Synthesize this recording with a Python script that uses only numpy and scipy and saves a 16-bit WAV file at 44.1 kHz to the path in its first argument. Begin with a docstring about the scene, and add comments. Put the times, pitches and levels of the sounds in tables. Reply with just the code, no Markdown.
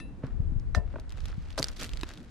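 """Pry bar on a shingle roof

Someone shifts position on asphalt shingles, steel pry bar in hand. The bar clinks, hands and
shoes knock on the wooden deck, soles scrape over the mineral grit and loose grains snap.
Light wind buffets the two ports of a body-worn microphone and clothes rub against it."""
import sys
import numpy as np
from scipy import signal
from scipy.fft import rfft, irfft, next_fast_len
from scipy.io import wavfile

SR = 44100
rng = np.random.default_rng(int(sys.argv[2]) if len(sys.argv) > 2 else 0)


def unload_wav(signal):
    """Save mono or channel-first audio to the path in sys.argv[1] as 16-bit WAV at rate SR, clipped to [-1, 1]."""
    wavfile.write(
        sys.argv[1],
        SR,
        np.round(np.clip(np.atleast_2d(signal).T, -1, 1) * 32767).astype(np.int16),
    )


N = 101429


def undb(db):
    return 10 ** (np.asarray(db) / 20)


def unit(x):
    """Scale to rms 1."""
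    return x / np.sqrt(np.mean(x ** 2))


def curve(table, column=1):
    """A column of a timed table, joined by straight lines."""
    table = np.array(table)
    return np.interp(np.arange(N) / SR, table[:, 0], table[:, column])


def colour(x, points, tilt_db=0):
    """EQ through (f/Hz, level/dB) points, tilted per octave above the third point; rms 1."""
    hz, db = np.array(points).T
    size = next_fast_len(x.shape[-1], True)
    octave = np.log2(np.maximum(np.fft.rfftfreq(size, 1 / SR), 1))
    gain = np.interp(octave, np.log2(hz), db) + tilt_db * np.maximum(octave, np.log2(hz[2]))
    return unit(irfft(rfft(x, size) * undb(gain), size)[..., :x.shape[-1]])


def band(x, lo_hz, hi_hz, order):
    """Causal band-pass."""
    return signal.sosfilt(signal.butter(order, [lo_hz, hi_hz], "band", fs=SR, output="sos"), x)


def add(out, start, x, pan_db=0):
    """Mix a sound in at a time; pan is left minus right."""
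    i = max(int(start * SR), 0)
    x = (x * undb(np.array([[pan_db], [-pan_db]]) / 2))[:, :N - i]
    out[:, i:i + x.shape[1]] += x


def spread(mid, side, side_db=-2):
    """Stereo from a common mid and a weaker opposed side."""
    return mid + undb(side_db) * side * np.array([[1], [-1]])


# Fader ride of the clothes: t/s, rms level/dB
CLOTH_RIDE = [(0, -48.5), (.42, -50.5), (1.1, -57.5), (1.75, -58.5), (1.83, -44), (1.92, -56.5),
              (2.13, -56), (2.19, -48), (2.3, -56.5)]
# Muffled cloth EQ: f/Hz, level/dB
CLOTH_EQ = [(70, -10.5), (150, -2), (260, 0), (420, -12.5), (8000, -62)]


def clothes_and_air():
    """Clothes rub softly on the microphone over a bed of quiet outdoor air."""
    cloth = colour(rng.standard_normal(N), CLOTH_EQ) * undb(curve(CLOTH_RIDE))
    air_eq = [(500, -3), (1700, -10), (3000, -19), (10000, -31), (15000, -68)]
    air = spread(*colour(rng.standard_normal((2, N)), air_eq))
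    return cloth + undb(-63.5) * air


# Fader ride of the rumble: t/s, left level/dB, right level/dB
WIND_RIDE = [(0, -39.5, -43), (.26, -44.5, -44.5), (.35, -27.5, -37), (.56, -27.5, -35), (.9, -31.5, -37),
             (1.07, -40, -38.5), (1.23, -37, -27.5), (1.55, -36.5, -44.5), (2.0, -41.5, -34.5),
             (2.15, -48, -48)]
# Rumble EQ: f/Hz, level/dB
RUMBLE_EQ = [(12, -11.5), (28, 5.5), (80, -2), (170, -17.5), (2000, -123.5)]
# Wind thumps on the ports: t/s, f/Hz, width/s, left level/dB, right level/dB
BUFFETS = [(.4035, 91, 0.0035, -15, -21), (0.5225, 143, 0.0025, -25, -33.5),
           (0.562, 101, 0.0048, -21, -32.5), (0.7805, 76.4, 0.012, -16.5, -36),
           (1.383, 113, 0.003, -27, -44), (1.94, 38, 0.014, -36, -32)]


def wind():
    """Each port rumbles on its own; single turbulent eddies swing the pressure once or twice."""
    t = np.arange(N) / SR
    ride = undb([curve(WIND_RIDE, column=1), curve(WIND_RIDE, column=2)])
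    out = colour(rng.standard_normal((2, N)), RUMBLE_EQ) * ride
    eddy_eq = [(40, 3), (110, 19.5), (190, 8), (330, -6), (3000, -59)]
    turbulence = undb(-7) * colour(rng.standard_normal((2, N)), eddy_eq)
    for at, hz, width, left_db, right_db in BUFFETS:
        swell = 1 / np.cosh(np.clip((t - at) / width, -20, 20)) ** 2
        swing = np.sqrt(2) * np.sin(2 * np.pi * hz * (t - at))
        out += undb([[left_db], [right_db]]) * swell * (swing + turbulence)
    return out


# Where the weight rests: t/s, pan/dB
SHOE_PAN = [(1.25, 1), (1.6, -2), (1.87, -1), (2.05, 2.5)]


def shoe_pan(at):
    """Left-right balance of the shoes at a time."""
    return np.interp(at, *np.array(SHOE_PAN).T)


def granules(pitches_hz=(700, 2000, 4500, 10000), grains_per_s=3000, spread_db=6.5, decay_cycles=1.67):
    """Grit texture: dense tiny bursts of uneven size, coarse to fine, narrower in stereo at the low end."""
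    mid = side = 0
    for hz in pitches_hz:
        hits = rng.random(N) < grains_per_s / SR
        sizes = undb(spread_db * np.minimum(rng.exponential(size=N), 4.5))
        decay = np.exp(-2 * hz / (decay_cycles * SR))
        bursts = np.sqrt(signal.lfilter([1 - decay], [1, -decay], (hits * sizes) ** 2))
        common, opposed = band(bursts * rng.standard_normal((2, N)), hz * 0.38, hz * 2.0, order=1)
        mid += common
        side += opposed * np.sqrt(hz / pitches_hz[-1])
    return spread(mid, side)


# Scrape cues: crest t/s, rise/s, fall/s, rms level at the crest/dB, treble tilt/(dB per octave)
SCRAPES = [(0.247, 0.011, 0.041, -49, -8), (.95, 0.067, 0.16, -60.5, -5),
           (1.115, 0.006, 0.056, -57.5, -3.5), (1.188, 0.016, 0.025, -52.5, -0.5),
           (1.29, 0.05, 0.07, -54, -1.5), (1.518, 0.097, 0.17, -57.5, -1), (1.584, 0.0045, 0.019, -37, 4),
           (1.624, 0.0027, 0.021, -45, 3.5), (1.673, 0.015, 0.074, -49.5, 0.5),
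           (1.77, 0.0057, 0.0065, -48, 3.5), (1.828, 0.024, 0.023, -36, 2.5), (1.98, 0.11, 0.29, -55, 0),
           (2.111, 0.026, 0.018, -48, -1.5), (2.19, 0.015, 0.057, -67.5, 0)]
# EQ of rubbed grit: f/Hz, level/dB
SCRAPE_EQ = [(100, 7), (480, 8.5), (950, 1.5), (1400, 6.5), (2200, 2.5), (4300, 0), (6800, -6),
             (13500, -19.5), (16000, -42)]


def scrapes():
    """Soles and hands drag over the granules, swelling and dying away."""
    out, t, grit = np.zeros((2, N)), np.arange(N) / SR, granules()
    for crest, rise, fall, db, tilt_db in SCRAPES:
        pressure = np.exp(-(np.minimum(t - crest, 0) / rise) ** 2 / 2 - np.maximum(t - crest, 0) / fall)
        patch = colour(np.roll(grit, rng.integers(N), axis=1), SCRAPE_EQ, tilt_db)
        add(out, 0, undb(db) * pressure * patch, shoe_pan(crest))
    return out


# Modes of the hollow sole: f/Hz, level/dB, t60/s
SOLE_MODES = [(338, 5, 0.018), (1030, 0, 0.015), (1660, -2.5, 0.014), (2570, -1.5, 0.011),
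              (3800, -2, 0.008)]
GRIT_TAIL_S = 0.0028


def shoe_tap(start=2.0333):
    """A sole taps down, crunches on the grit and rings hollow for a few milliseconds."""
    out, t = np.zeros((2, N)), np.arange(SR // 10) / SR
    ring = sum(undb(db) * np.sin(2 * np.pi * hz * t) * np.exp(-np.log(1000) * t / t60)
               for hz, db, t60 in SOLE_MODES)
    crunch = undb(-6.5) * colour(rng.standard_normal(len(t)), SCRAPE_EQ) * np.exp(-t / GRIT_TAIL_S)
    add(out, start, undb(-27.5) * (ring + crunch), shoe_pan(start))
    return out


# Snapping grains: t/s, peak level/dB, f/Hz
SNAPS = [(0.2671, -47, 5000), (0.5982, -44, 5200), (.9984, -40, 4300), (1.0943, -40, 4050),
         (1.1046, -39.5, 3300), (1.1226, -39, 3160), (1.2044, -37, 4400), (1.256, -33.5, 3800),
         (1.2833, -40, 5470), (1.5044, -34.5, 2830), (1.5813, -21.5, 4100), (1.5895, -18, 4750),
         (1.5964, -20, 5930), (1.6277, -11, 4510), (1.6427, -14.5, 4820), (1.6848, -22.5, 5290),
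         (1.7946, -35.5, 3370), (1.813, -30.5, 5510), (1.8926, -29.5, 3470), (1.935, -28.5, 3000),
         (1.9726, -29, 4060), (2.0117, -29.5, 4020), (2.09, -34.5, 3600), (2.137, -38.5, 4100),
         (2.175, -37, 3500)]
# Bright EQ of cracking grit: f/Hz, level/dB
CRACK_EQ = [(1000, 5), (2700, 3), (4600, 7), (7000, 1), (12500, -10), (16000, -22)]
ATTACK_S = 0.00021


def grit_snaps(ring_s=0.00068, crack_s=0.00035):
    """A grain gives way: a few cycles of ring in two modes, a broad crack and a short scattered tail."""
    out, t = np.zeros((2, N)), np.arange(SR // 20) / SR
    for start, db, hz in SNAPS:
        mid, side, _ = colour(rng.standard_normal((3, len(t))), CRACK_EQ)
        phase = 2 * np.pi * hz * t
        modes = np.sin(phase) + undb(-13.5) * np.sin(1.857 * phase)
        # Weaker snaps ring shorter and crumble more into their tail.
        ring = modes * np.exp(-t / (ring_s * undb(db) ** 0.15))
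        tail = undb(-28.5 - 0.22 * db) * np.exp(-t / GRIT_TAIL_S)
        crack = undb(-12) * np.exp(-t / crack_s)
        attack = 1 - np.exp(-(t / ATTACK_S) ** 2)
        snap = (ring + spread(mid, side) * (crack + tail)) * attack
        add(out, start, undb(db) * snap / abs(snap.mean(0)).max(), shoe_pan(start))
    return out


# Hand and shoe hits: t/s, peak level/dB, low cut f/Hz, high cut f/Hz, ring length factor
KNOCKS = [(0.2352, -22, 205, 287, 0.52), (0.2349, -38, 680, 1770, 1.2), (0.7484, -20.5, 483, 1590, 0.26),
          (0.7593, -33, 557, 720, 6.5), (.7705, -30.5, 530, 720, 3.53), (0.938, -35, 282, 720, 0.74),
          (0.958, -30.5, 253, 1200, 0.92), (0.984, -40, 390, 960, 1.46), (1.328, -39, 350, 2460, 0.21),
          (1.577, -23, 420, 1230, 3.4), (1.5884, -26.5, 385, 1190, 1.6), (1.5961, -23, 119, 564, 0.59),
          (1.603, -29.5, 380, 800, 0.33)]
# Modes of the wooden sheathing under the shingles: f/Hz, level/dB
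DECK_MODES = [(135, 12), (260, 9), (330, 0), (432, 4), (588, 6), (640, 8), (890, 0.5), (1020, 6.5),
              (1338, 8.5), (1530, 12.5), (2620, 8.5)]


def deck_knocks(base_t60_s=0.056, lag_s=0.0006):
    """Each blow rings the damped deck, lows arriving last; the contact sets which modes speak."""
    out, t = np.zeros((2, N)), np.arange(SR // 5) / SR
    for start, db, lo_hz, hi_hz, length in KNOCKS:
        ring = 0
        for k, (hz, mode_db) in enumerate(DECK_MODES):
            ratio = hz / 500  # decay and lag scale from 500 Hz
            t60 = base_t60_s * length / ratio ** 0.94
            age = np.maximum(t - lag_s / np.sqrt(ratio), 0)
            contact = ((1 + (lo_hz / hz) ** 6) * (1 + (hz / hi_hz) ** 6)) ** -.5
            detune = 1 + 0.043 * rng.standard_normal()
            tone = (-1) ** k * np.sin(2 * np.pi * hz * detune * age)
            rattle = unit(band(rng.standard_normal(len(t)), hz * 0.63, hz * 1.384, order=2))
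            envelope = (1 - np.exp(-(2 * hz * age) ** 2)) * np.exp(-np.log(1000) * age / t60)
            ring += undb(mode_db) * contact * (tone + undb(-7.5) * rattle) * envelope
        add(out, start - lag_s, undb(db) * ring / abs(ring).max())
    return out


# Clink cues: t/s, level/dB, brightness/(dB per octave), ring length factor, edgewise trim/dB, pan/dB
CLINKS = [(.001, -44, -1, 0.84, -2, 6.5), (0.7482, -26.5, -1, 0.87, -33, -5.5),
          (.7512, -46.5, 4.5, 0.84, -35.5, -6)]
# Modes of the steel bar: f/Hz, level/dB, t60/s, edgewise flag (rounded to 0 or 1)
BAR_MODES = [(1320, 5.5, 0.011, 0), (1794, -5, 0.16, 0), (2030, 6, 0.011, 0), (2614, -4, 0.29, 1),
             (2704, -5, 0.39, 1), (3540, -9.5, 0.12, 1), (3951, -11.5, 0.36, 1), (4060, 5, 0.007, 0),
             (4920, -15.5, 0.093, 0.11), (5890, 0, 0.011, 0.12), (7830, -25.5, 0.15, 0),
             (10340, -11, 0.26, 1)]


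def pry_bar(chatter_s=0.013):
    """The hand-held steel clacks in its damped modes, rings in the others and chatters on the grit."""
    out, t = np.zeros((2, N)), np.arange(SR // 2) / SR
    for start, db, bright_db, length, edge_db, pan_db in CLINKS:
        ring = 0
        for k, (hz, mode_db, t60, edgewise) in enumerate(BAR_MODES):
            gain = undb(mode_db + round(edgewise) * edge_db + bright_db * np.log2(hz / BAR_MODES[0][0]))
            decay = np.exp(-np.log(1000) * t / (t60 * length))
            ring += (-1) ** k * gain * np.sin(2 * np.pi * hz * t) * decay
        grit = colour(rng.standard_normal((2, len(t))), CRACK_EQ, tilt_db=-3)
        chatter = undb(-12.5) * grit * np.exp(-t / chatter_s)
        attack = 1 - np.exp(-t / ATTACK_S)
        add(out, start, undb(db) * (ring + chatter) * attack, pan_db)
    return out


def scene():
    return deck_knocks() + shoe_tap() + grit_snaps() + scrapes() + pry_bar() + wind() + clothes_and_air()


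def record(dry):
    """A steep high cut at 15.7 kHz on the whole mix."""
    return signal.sosfilt(signal.ellip(8, .2, 80, 15700, fs=SR, output="sos"), dry)


dry = scene()
out = record(dry)
unload_wav(out)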